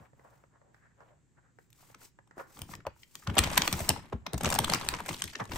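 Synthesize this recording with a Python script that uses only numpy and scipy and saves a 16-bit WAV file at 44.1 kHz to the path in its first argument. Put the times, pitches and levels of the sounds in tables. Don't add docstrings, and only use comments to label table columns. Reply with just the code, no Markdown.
import sys
import numpy as np
from scipy import signal
from scipy.fft import rfft, irfft, next_fast_len
from scipy.io import wavfile
from scipy.ndimage import map_coordinates

SR = 44100
rng = np.random.default_rng(int(sys.argv[2]) if len(sys.argv) > 2 else 0)


def file_out(sig):
    cols = np.atleast_2d(sig).T
    lim = np.clip(cols, -1, 1)
    pcm = np.round(lim * 32767).astype(np.int16)
    wavfile.write(sys.argv[1], SR, pcm)


N = 245637

LEAD_S = 0.02
SAG_DB_PER_S = 6.5

# start_s, wall_ring_hz, ring_db, crack_db, fizz_db, crack_hz, crack_t60_s
MAIN_SNAPS = [(1.702, 1100, -83, -69, -63, 6500, 0.022), (1.728, 1100, -80, -63, -54.5, 2400, 0.011),
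              (1.946, 1250, -48.5, -52, -59, 1700, 0.009), (2.274, 900.0, -65, -74.5, -75, 1810.0, 0.007),
              (2.5705, 950, -49.5, -58, -68, 1510.0, 0.013),
              (2.5905, 1030.0, -50, -55, -43, 2480.0, 0.0034), (2.6174, 855.0, -48, -42.5, -38, 2970, 0.01),
              (2.7372, 1100, -39.5, -43.5, -67, 2030, 0.0043),
              (2.751, 1070, -56, -48.5, -48, 1790.0, 0.012), (2.804, 1510, -54, -75, -88, 1670.0, 0.009),
              (2.866, 885, -52, -44, -52, 1630, 0.021), (3.0313, 1540.0, -77.5, -50.5, -70, 3130, 0.021),
              (3.1526, 1120, -49.5, -43, -42, 3820.0, 0.011),
              (3.2252, 1250.0, -54, -62, -69.5, 1510.0, 0.015),
              (3.2721, 1140, -32, -39, -57.5, 1500.0, 0.027), (3.298, 1100, -35, -42, -58, 2430, 0.029),
              (3.352, 900.0, -52, -47, -45.5, 2080.0, 0.013), (3.3704, 736, -23, -30.5, -43.5, 3170, 0.078),
              (3.381, 910, -22.5, -20, -22, 2980, 0.053), (3.3887, 1280, -25, -19.5, -15.5, 3900, 0.012),
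              (3.4364, 1150.0, -31, -27.5, -35, 1760, 0.029),
              (3.4411, 1150, -48, -35.5, -37.5, 3750, 0.011), (3.473, 600, -34.5, -39.5, -49, 1550, 0.027),
              (3.5112, 930.0, -55, -56, -66, 2810.0, 0.017), (3.5383, 1300.0, -47, -50, -46, 2160.0, 0.011),
              (3.5719, 830, -29, -33, -40, 1980, 0.0084), (3.5763, 920, -20, -17.5, -19, 2070, 0.018),
              (3.6183, 920, -30.5, -24, -34.5, 3470, 0.015), (3.6763, 1000, -26.5, -24.5, -25, 2530, 0.01),
              (3.7262, 910, -33, -28.5, -27, 6330.0, 0.02), (3.738, 1040, -35.5, -42, -46.5, 5790.0, 0.012),
              (3.7905, 825, -38, -42, -37, 5880.0, 0.029), (3.8035, 670, -31, -39.5, -39, 1880.0, 0.022),
              (3.89, 780, -28, -22, -19.5, 4200.0, 0.012), (3.9004, 790, -26, -29, -35.5, 2630, 0.016),
              (3.906, 865, -34, -37.5, -49, 2960, 0.011), (3.962, 900.0, -36, -54, -61, 1510.0, 0.0091),
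              (4.1265, 444, -30, -74, -80.5, 1520.0, 0.023), (4.1302, 845, -34.5, -71, -75, 1530, 0.012),
              (4.2646, 817, -33, -35.5, -47, 2310, 0.018), (4.3326, 430, -33.5, -41, -34.5, 4040, 0.0088),
              (4.3408, 640, -33.5, -44, -44.5, 2000, 0.021),
              (4.3778, 700.0, -42.5, -43.5, -38, 6500, 0.029),
              (4.409, 710.0, -31.5, -41.5, -43.5, 1590.0, 0.033),
              (4.4328, 730, -37, -42, -35, 1740.0, 0.026), (4.4453, 1100, -27, -32, -35.5, 5960, 0.018),
              (4.456, 1030, -32.5, -27.5, -37, 2580.0, 0.017),
              (4.4634, 600, -28.5, -35, -40.5, 1570, 0.023), (4.489, 1190, -42, -50, -38, 2200, 0.025),
              (4.5014, 856, -34, -36, -30, 6490.0, 0.025), (4.524, 1290, -31, -32, -33.5, 1510.0, 0.019),
              (4.5288, 790, -27.5, -36, -36.5, 1510.0, 0.011),
              (4.5398, 1000.0, -55, -38, -28.5, 3610.0, 0.02),
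              (4.55, 830, -29.5, -36, -31.5, 5300.0, 0.037),
              (4.5588, 790, -27.5, -35.5, -52.5, 1510.0, 0.022),
              (4.5881, 885, -20, -24.5, -25.5, 3460, 0.011), (4.6003, 900, -46, -51, -37.5, 4200, 0.02),
              (4.6432, 890, -30, -27.5, -32.5, 3560, 0.02), (4.6966, 710, -29.5, -28, -33, 1890, 0.028),
              (4.7217, 1000, -31, -38, -54, 2210.0, 0.012), (4.7353, 1250, -24.5, -23.5, -26, 5830, 0.009),
              (4.7443, 905, -33, -31, -32, 6450.0, 0.022), (4.7562, 1420, -32, -42, -49, 1510.0, 0.02),
              (4.8119, 1010, -35.5, -41, -49.5, 2590.0, 0.018), (4.833, 1090, -38.5, -60, -61, 1600, 0.02),
              (4.8871, 990.0, -34, -25.5, -24.5, 4700.0, 0.0065),
              (4.9384, 920, -31.5, -34, -57, 2100, 0.0087), (5.003, 990.0, -32, -52, -48, 1510.0, 0.017),
              (5.0601, 786, -41, -42.5, -43, 2070.0, 0.033), (5.0881, 716, -32, -33.5, -39.5, 1830, 0.029),
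              (5.0933, 990.0, -52, -50, -40.5, 5740.0, 0.034), (5.109, 950, -37.5, -48, -63, 2000, 0.025),
              (5.1294, 940, -42, -46, -46, 2970.0, 0.022), (5.139, 1000, -47, -49, -57, 3800, 0.02),
              (5.1694, 1010.0, -54, -59, -66, 3500.0, 0.01),
              (5.2197, 960, -39.5, -29.5, -33.5, 5000.0, 0.012),
              (5.2384, 1500.0, -43, -37.5, -35, 5570.0, 0.022),
              (5.2758, 1240, -58, -44.5, -51, 1900, 0.015), (5.3318, 1070, -49, -48, -50, 2000.0, 0.024),
              (5.3535, 1670, -36, -37, -71, 3470, 0.016), (5.401, 1300, -35, -46, -75, 2020, 0.023),
              (5.4529, 990, -46.5, -54, -53.5, 5500.0, 0.022),
              (5.5183, 1010.0, -35, -38.5, -54.5, 2280.0, 0.041), (5.533, 1090, -54, -45, -59, 3500, 0.025),
              (5.5575, 1020, -41, -38.5, -38, 1730.0, 0.028)]
# crackle_db, rub_db, sway_db
GRIPS = [(2.569, .21, -62, .25, -15, -1, -2.5), (3.281, 0.055, -56.5, 0.65, -1.5, 6, 1),
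         (3.389, .05, -39, 0.23, -5, 6.5, -23), (3.464, 0.17, -44, .8, 0.5, 5, -3),
         (3.744, 0.21, -51.5, 0.54, -8, 6.5, -7), (4.432, 0.094, -39.5, .35, 2.5, 5, -4),
         (4.617, 0.085, -45.5, .4, 2.5, 8, -1.5), (4.72, 0.032, -40.5, .6, -1.5, -3, -23),
         (4.835, .1, -49, .7, 0.5, 5.5, -3.5), (5.079, .06, -50, 1.2, 5.5, -7.5, -12),
         (5.515, .1, -46.5, .7, 0.5, 6.5, 1)]
# centre_s, half_length_s, hiss_db, finger_rub_over_hiss_db
GLIDES = [(0.01, 0.04, -72.5, 13), (0.31, 0.095, -75, 5.5), (1.62, 0.031, -73.5, -9),
          (1.814, 0.046, -61, -5.5), (1.903, 0.024, -62.5, 1), (2.04, 0.026, -52.5, -3),
          (2.405, 0.019, -58, 1.5), (2.569, 0.056, -56.5, -6), (2.72, 0.022, -50, -7),
          (3.004, 0.03, -62.5, -8.5), (3.2, 0.08, -59.5, -13), (0.77, 0.03, -81, 11),
          (1.053, 0.058, -86, 19), (3.663, 0.025, -39, -5), (3.807, 0.057, -40.5, -39),
          (4.9, 0.019, -46.5, -5), (5.115, .04, -49.5, -3), (5.552, 0.03, -49.5, -6)]


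def amp(db):
    return 10 ** (np.asarray(db) / 20)


def unit(x):
    return x / np.sqrt(np.mean(x ** 2) + 1e-20)


def scatter(shape=None):
    return rng.uniform(-1, 1, shape)


def along(points, hz):
    f, v = np.transpose(points)
    return np.interp(np.log(hz + 1), np.log(f + 1), v)


def wobble(knots_per_s):
    knots = rng.standard_normal(int(N * knots_per_s / SR) + 4)
    return map_coordinates(knots, [np.arange(N) * knots_per_s / SR])


def swell(centre_s, half_s):
    return np.exp(-((np.arange(N) / SR - centre_s) / half_s) ** 2 / 2)


def filtered(x, response):
    n = x.shape[-1]
    m = 2 * next_fast_len(n // 2 + 2048)
    return irfft(rfft(x, m) * response(np.fft.rfftfreq(m, 1 / SR)), m)[..., :n]


def colour(points):
    def response(hz):
        cepstrum = irfft(np.log(amp(along(points, hz))))
        half = len(cepstrum) // 2
        fold = np.r_[1, np.full(half - 1, 2), 1, np.zeros(half - 1)]
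        return np.exp(rfft(cepstrum * fold))
    return response


def resonance(centre_hz, q):
    return lambda hz: 1j * hz * centre_hz / q / (centre_hz ** 2 - hz ** 2 + 1j * hz * centre_hz / q)


def stereo(pair, side_db):
    return pair[0] + np.array([[1], [-1]]) * amp(side_db) * pair[1]


def noise(spectrum, side_db):
    return stereo(unit(filtered(rng.standard_normal((2, N)), colour(spectrum))), side_db)


def burst(envelope, response, side_db, seconds):
    pair = filtered(rng.standard_normal((2, len(envelope))) * envelope, response)
    pair = pair / np.linalg.norm(pair, axis=1, keepdims=True)
    return stereo(pair, side_db) * np.sqrt(seconds * SR)


def strike(attack_s, t60_s, peak_s=0.00067, size=4096):
    t = np.arange(size) / SR - LEAD_S - peak_s
    return np.exp(-np.logaddexp(-t / attack_s, np.log(1000) * t / t60_s))


def grains(per_second, low_hz, high_hz, cycles, spread_db, size=320):
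    when, pitch, force, left, right = rng.random((int(per_second * N / SR), 5)).T[..., None]
    turns = low_hz * (high_hz / low_hz) ** pitch * np.arange(size) / SR
    strength = amp(-spread_db * np.log(force + .04))
    ping = strength * np.exp(-turns / cycles) * (1 - np.exp(-4 * turns))
    where = ((when * N).astype(int) + np.arange(size)).ravel()
    sides = []
    for phase in (left, right):
        wave = ping * np.sin(2 * np.pi * turns + np.pi * phase)
        sides.append(np.bincount(where, wave.ravel(), N)[:N])
    return unit(np.array(sides))


def add(track, start_s, sound):
    part = track[:, max(round(start_s * SR), 0):][:, :sound.shape[-1]]
    part += sound[:, :part.shape[-1]]


def air():
    # freq_hz, level_db (per Hz)
    air_spectrum = [(25, -29), (60, -4.5), (90, -10), (120, 1), (190, -12.5), (330, -16), (600, -30),
                    (1800, -31.5), (3000, -39), (5500, -42.5), (7600, -30), (9000, -48), (12000, -56),
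                    (16000, -69.5)]
    return amp(-65.5) * noise(air_spectrum, side_db=-4.0)


def room(x):
    # freq_hz, t60_s
    decay = [(100, 0.84), (500, 0.11), (2000, 0.27), (6000, 0.28), (15000, 0.18)]
    hz, t, z = signal.stft(rng.standard_normal((2, SR // 2)), SR, nperseg=256)
    tail = signal.istft(z * amp(-60 * t / along(decay, hz)[:, None]), SR, nperseg=256)[1]
    tail = np.pad(tail / np.linalg.norm(tail[0]), ((0, 0), (SR // 200, 0)))
    return signal.fftconvolve(x.mean(0)[None], tail, axes=1)[:, :N]


def paws():
    # start_s, resonance_hz, level_db
    taps = [(0.13, 585, -58.5), (0.193, 1100, -56.5), (0.436, 905, -56.5), (0.613, 700, -60),
            (0.743, 2320, -57.5), (1.003, 1400, -54.5), (1.379, 1200, -70), (1.585, 1110, -52.5),
            (2.186, 1120, -52.5), (2.308, 1390, -53.5), (2.378, 700, -41)]
    # freq_hz, level_db (per Hz)
    paw_spectrum = [(150, 5.5), (350, 5.5), (520, 6), (750, 1.5), (1200, -3), (1750, -0.5), (2400, -13),
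                    (3500, -24.5), (6000, -16.5), (12000, -28)]
    # centre_s, half_length_s, resonance_hz, level_db
    brushes = [(0.012, 0.042, 920, -57.5), (0.3, 0.083, 960, -62), (0.55, 0.022, 1120, -64),
               (0.67, 0.049, 715, -64.5), (0.85, 0.051, 1730, -64), (1.016, 0.021, 915, -59),
               (1.104, 0.05, 775, -63.5), (1.382, 0.01, 1400, -59.5), (1.469, 0.03, 1450, -67),
               (2.407, 0.0093, 1000, -40.5), (2.43, 0.057, 1190, -57), (4.306, 0.058, 920, -56),
               (4.836, 0.034, 940, -52), (4.932, 0.018, 1120, -38.5), (5.413, 0.009, 970, -31.5)]
    grit_db = -6
    out = np.zeros((2, N))
    for start_s, tap_hz, db in taps:
        board = lambda hz: colour(paw_spectrum)(hz) * resonance(tap_hz, q=.7)(hz)
        hit = strike(attack_s=0.000058, t60_s=0.025, peak_s=0.0018)
        add(out, start_s - LEAD_S, amp(db) * burst(hit, board, side_db=-0.5, seconds=0.0062))
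    unevenness = amp(2.8 * wobble(60))
    grit = grains(per_second=260, low_hz=450, high_hz=2000, cycles=2, spread_db=5)
    grit = amp(grit_db) * unit(filtered(grit, colour(paw_spectrum)))
    brushing = unevenness * (noise(paw_spectrum, side_db=-2.0) + grit)
    for centre_s, half_s, brush_hz, db in brushes:
        out += amp(db) * swell(centre_s, half_s) * unit(filtered(brushing, resonance(brush_hz, q=1.7)))
    return out


def slides():
    return sum(amp(db) * swell(centre_s, half_s) for centre_s, half_s, db, _ in GLIDES)


def sliding():
    # freq_hz, level_db (per Hz)
    slide_spectrum = [(400, 11.5), (1500, -9.5), (2200, 9), (3200, 5.5), (5500, 10), (8000, 10.5),
                      (10000, 6.5), (12000, 4), (15500, 11.5)]
    unevenness = amp(2.2 * wobble(140))
    return slides() * unevenness * noise(slide_spectrum, side_db=-5.5)


def knocks():
    # start_s, lowest_ring_hz, level_db
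    hits = [(2.371, 400, -35.5), (2.3803, 585, -36), (2.691, 810, -39), (2.852, 700, -32.5),
            (2.862, 760, -32), (2.8683, 603, -16.5), (2.8773, 545, -25.5), (2.912, 510, -48.5),
            (2.963, 920, -51), (3.223, 1227, -45), (3.236, 1230, -47.5), (5.399, 630, -32),
            (5.406, 430, -40)]
    # ratio_to_lowest_ring, level_db, t60_s
    modes = [(1, 0, 0.023), (1.5, 6, 0.0088), (2.55, -15, 0.021), (4.4, -14, 0.0066)]
    contact_s = 0.001
    out, t = np.zeros((2, N)), np.arange(SR // 10) / SR
    for start_s, ring_hz, db in hits:
        ring = sum(amp(mode_db - 60 * t / t60_s) * np.sin(2 * np.pi * ratio * ring_hz * t)
                   for ratio, mode_db, t60_s in modes)
        add(out, start_s, amp(db) * (ring * (1 - np.exp(-t / contact_s)))[None])
    return out


def squeezes(sag_db_per_s):
    rise_s = 0.015
    start, hold, db, t60, *_ = np.transpose(GRIPS)[..., None]
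    t = np.arange(N) / SR - start
    rise = (1 + np.tanh(t / rise_s / 2)) / 2
    held = amp(db - sag_db_per_s * np.clip(t, 0, hold))
    return rise * held * np.exp(-np.log(1000) * np.maximum(t - hold, 0) / t60)


def handling():
    # freq_hz, level_db (per Hz)
    rumble_spectrum = [(20, -9.5), (42, -3), (65, 5.5), (130, -3), (230, -1.5), (400, -7.5), (900, -60.5)]
    rub_spectrum = [(150, -7.5), (330, 7), (550, -5), (950, 13), (1500, 4), (2100, 3.5), (3200, -3),
                    (6000, -22)]
    film_spectrum = [(900, -29.5), (1800, -12), (2600, -2), (4000, 1), (6000, 13), (8500, 13.5),
                     (12000, 6.5), (16000, -8.5)]
    sway_share = 0.82
    rub_sag_db_per_s = 8.5
    crackle_db, rub_db, sway_db = np.transpose(GRIPS)[4:, :, None]
    grips = squeezes(SAG_DB_PER_S)
    clumps = amp(5.5 * np.tanh(wobble(170)) + 1.5 * wobble(50))

    rumble = (amp(sway_db) * grips ** sway_share).sum(0) * noise(rumble_spectrum, side_db=-17)

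    slips = grains(per_second=380, low_hz=480, high_hz=2600, cycles=1.3, spread_db=5.5)
    rubbing = (amp(rub_db) * squeezes(SAG_DB_PER_S + rub_sag_db_per_s)).sum(0)
    rubbing = rubbing + sum(amp(db + over_db) * swell(centre_s, half_s)
                            for centre_s, half_s, db, over_db in GLIDES)
    rub = rubbing * unit(clumps * (slips + 0.91 * noise(rub_spectrum, side_db=-3.5)))

    wrinkles = grains(per_second=1000, low_hz=2000, high_hz=10500, cycles=1.2, spread_db=6)
    wrinkles = wrinkles + .35 * noise(film_spectrum, side_db=-6)
    film = (amp(crackle_db) * grips).sum(0) * unit(clumps * wrinkles)
    return rumble + rub + film


def flexes():
    # start_s, final_swing_hz, level_db
    wall_flexes = [(0.0, 75.4, -49), (2.583, 131, -52), (2.61, 63.2, -40), (2.688, 116, -44),
                   (2.733, 88, -46), (2.773, 106, -47.5), (2.864, 63.7, -40.5), (3.275, 71, -23.5),
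                   (3.305, 84.4, -30), (3.369, 105.4, -24), (3.383, 54, -17.5), (3.418, 140, -33.5),
                   (3.447, 91, -34), (3.515, 78, -36.5), (3.577, 108, -33), (3.722, 74.4, -25.5),
                   (3.746, 65.3, -34.5), (3.807, 62.6, -29), (3.891, 75, -24.5), (3.925, 92.3, -35),
                   (4.132, 58, -27), (4.337, 56.6, -23.5), (4.428, 89.4, -26.5), (4.458, 73, -26),
                   (4.548, 89, -34), (4.596, 75, -28), (4.697, 113, -30.5), (4.737, 164, -33.5),
                   (4.924, 184, -38), (5.098, 100.6, -32), (5.235, 78, -34), (5.404, 100, -33.5),
                   (5.526, 93.5, -43)]
    recoil_db, recoil_delay_s = -9.5, 0.0017
    recoil_hz, recoil_octaves = 142.7, 0.86
    bend_over, bend_octaves = 2.75, 0.42
    bend_s = 0.00833
    rise_s, t60_s = 0.0068, 0.12
    rough = 0.43
    out, t = np.zeros((2, N)), np.arange(SR // 5) / SR
    push = (1 - np.exp(-t / rise_s)) ** 2 * amp(-60 * t / t60_s)
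    push = push / push.max()
    recoils = [(s + recoil_delay_s, recoil_hz * 2 ** (recoil_octaves * scatter()), ring_db + recoil_db)
               for s, _, ring_db, *_ in MAIN_SNAPS]
    for start_s, swing_hz, db in [*wall_flexes, *recoils]:
        bend = bend_over * 2 ** (bend_octaves * scatter())
        turns = np.cumsum(swing_hz * (1 + bend * np.exp(-t / bend_s))) / SR
        wall = lambda hz: resonance(2 * swing_hz, q=1.1)(hz) * resonance(2 * swing_hz, q=.5)(hz)
        flutter = unit(filtered(rng.standard_normal((2, len(t))), wall))
        thump = np.sin(2 * np.pi * turns) + rough * stereo(flutter, side_db=-9.5)
        add(out, start_s, amp(db) * push * thump)
    return out


def small_creases(count=70):
    level_db, spread_db = -8, 8.5
    wall_hz, wall_octaves = 940, 0.29
    crack_hz, crack_octaves = 3000, 0.66
    crack_db, fizz_db, bright_spread_db = -7, -3, 3.5
    crack_t60_s = 0.027
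    grip = squeezes(SAG_DB_PER_S).sum(0)
    work = np.cumsum(np.sqrt(grip))
    at = np.searchsorted(work, work[-1] * (np.arange(count) + rng.random(count)) / count)
    pitch, force, bright, crack = scatter((count, 4)).T
    ring_db = 20 * np.log10(grip[at]) + level_db + spread_db * force
    edge_db = ring_db + bright_spread_db * bright
    return np.c_[at / SR, wall_hz * 2 ** (wall_octaves * pitch), ring_db, edge_db + crack_db,
                 edge_db + fizz_db, crack_hz * 2 ** (crack_octaves * crack), np.full(count, crack_t60_s)]


def dimples(depth_db, count=30):
    return colour(np.c_[np.geomspace(800, 16000, count), depth_db * rng.standard_normal(count)])


def stutter(depth_db, per_second=2600, size=4096):
    knots = rng.standard_normal(size)
    return amp(depth_db * np.tanh(map_coordinates(knots, [np.arange(size) * per_second / SR])))


def snaps():
    # freq_hz, level_db (per Hz)
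    crack_spectrum = [(700, -83.5), (1500, -5), (2100, 0), (3500, -1), (5000, -5), (6500, -4.5),
                      (10000, -38.5)]
    fizz_spectrum = [(3000, -20.5), (5500, -8.5), (6500, -8), (8200, -1), (11500, -13), (16000, -6.5)]
    crack_peak_db, crack_q = 1.5, 4
    fizz_share = 0.66
    out = np.zeros((2, N))
    skirt = amp(-29) * strike(attack_s=.003, t60_s=.04)
    for start_s, ring_hz, ring_db, crack_db, fizz_db, crack_hz, t60_s in [*MAIN_SNAPS, *small_creases()]:
        crease, jerks = dimples(depth_db=3.7), stutter(depth_db=8.5)

        modes = lambda hz: resonance(ring_hz, q=2.6)(hz) - 0.047 * resonance(1.67 * ring_hz, q=3)(hz)
        wall = lambda hz: modes(hz) * resonance(ring_hz, q=.5)(hz)
        hit = strike(attack_s=0.0016, t60_s=0.021, peak_s=0.000176) + skirt
        ring = burst(hit, wall, side_db=-6.0, seconds=0.0058)

        buckle = jerks * (strike(attack_s=0.00012, t60_s=t60_s) + skirt)
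        fold = lambda hz: 1 + amp(crack_peak_db) * resonance(crack_hz, crack_q)(hz)
        edge = lambda hz: colour(crack_spectrum)(hz) * fold(hz) * crease(hz)
        crack = burst(buckle, edge, side_db=-2.5, seconds=0.0062)

        pop = jerks * (strike(attack_s=.0002, t60_s=fizz_share * t60_s, peak_s=.0011) + skirt)
        spray = lambda hz: colour(fizz_spectrum)(hz) * crease(hz)
        fizz = burst(pop, spray, side_db=-21.0, seconds=0.0082)
        add(out, start_s - LEAD_S, amp(ring_db) * ring + amp(crack_db) * crack + amp(fizz_db) * fizz)
    return out


def scene():
    # freq_hz, left_minus_right_db
    balance = [(50, 3.1), (500, 1.5), (1200, 1.5), (4500, 2.5), (8000, 1.5), (14000, -0.5)]
    # freq_hz, level_db
    spill = [(100, -18.5), (700, -18.5), (1800, -8.5), (6000, -13), (14000, -16.5)]
    left_lead_s = 1.7e-5
    puppy = paws()
    near = sliding() + knocks() + handling() + flexes() + snaps()
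    sign = np.array([[1], [-1]])
    pan = lambda hz: amp(sign * along(balance, hz) / 2) * np.exp(1j * np.pi * sign * hz * left_lead_s)
    pouch = filtered(near, pan)
    answer = room(filtered(near, colour(spill)) + amp(-7) * puppy)
    return air() + answer + puppy + pouch


def record(dry):
    # freq_hz, gain_db
    tone = [(20, 7), (42, -4), (7000, -2), (8500, 0), (9400, -2), (10200, -16), (11000, 0.5), (11800, 6),
            (12800, -6), (13800, -28.5), (14700, 3), (15600, -5), (16200, -25.5)]
    top_hz = 16600
    return filtered(filtered(dry, colour(tone)), lambda hz: hz < top_hz)


dry = scene()
out = record(dry)
file_out(out)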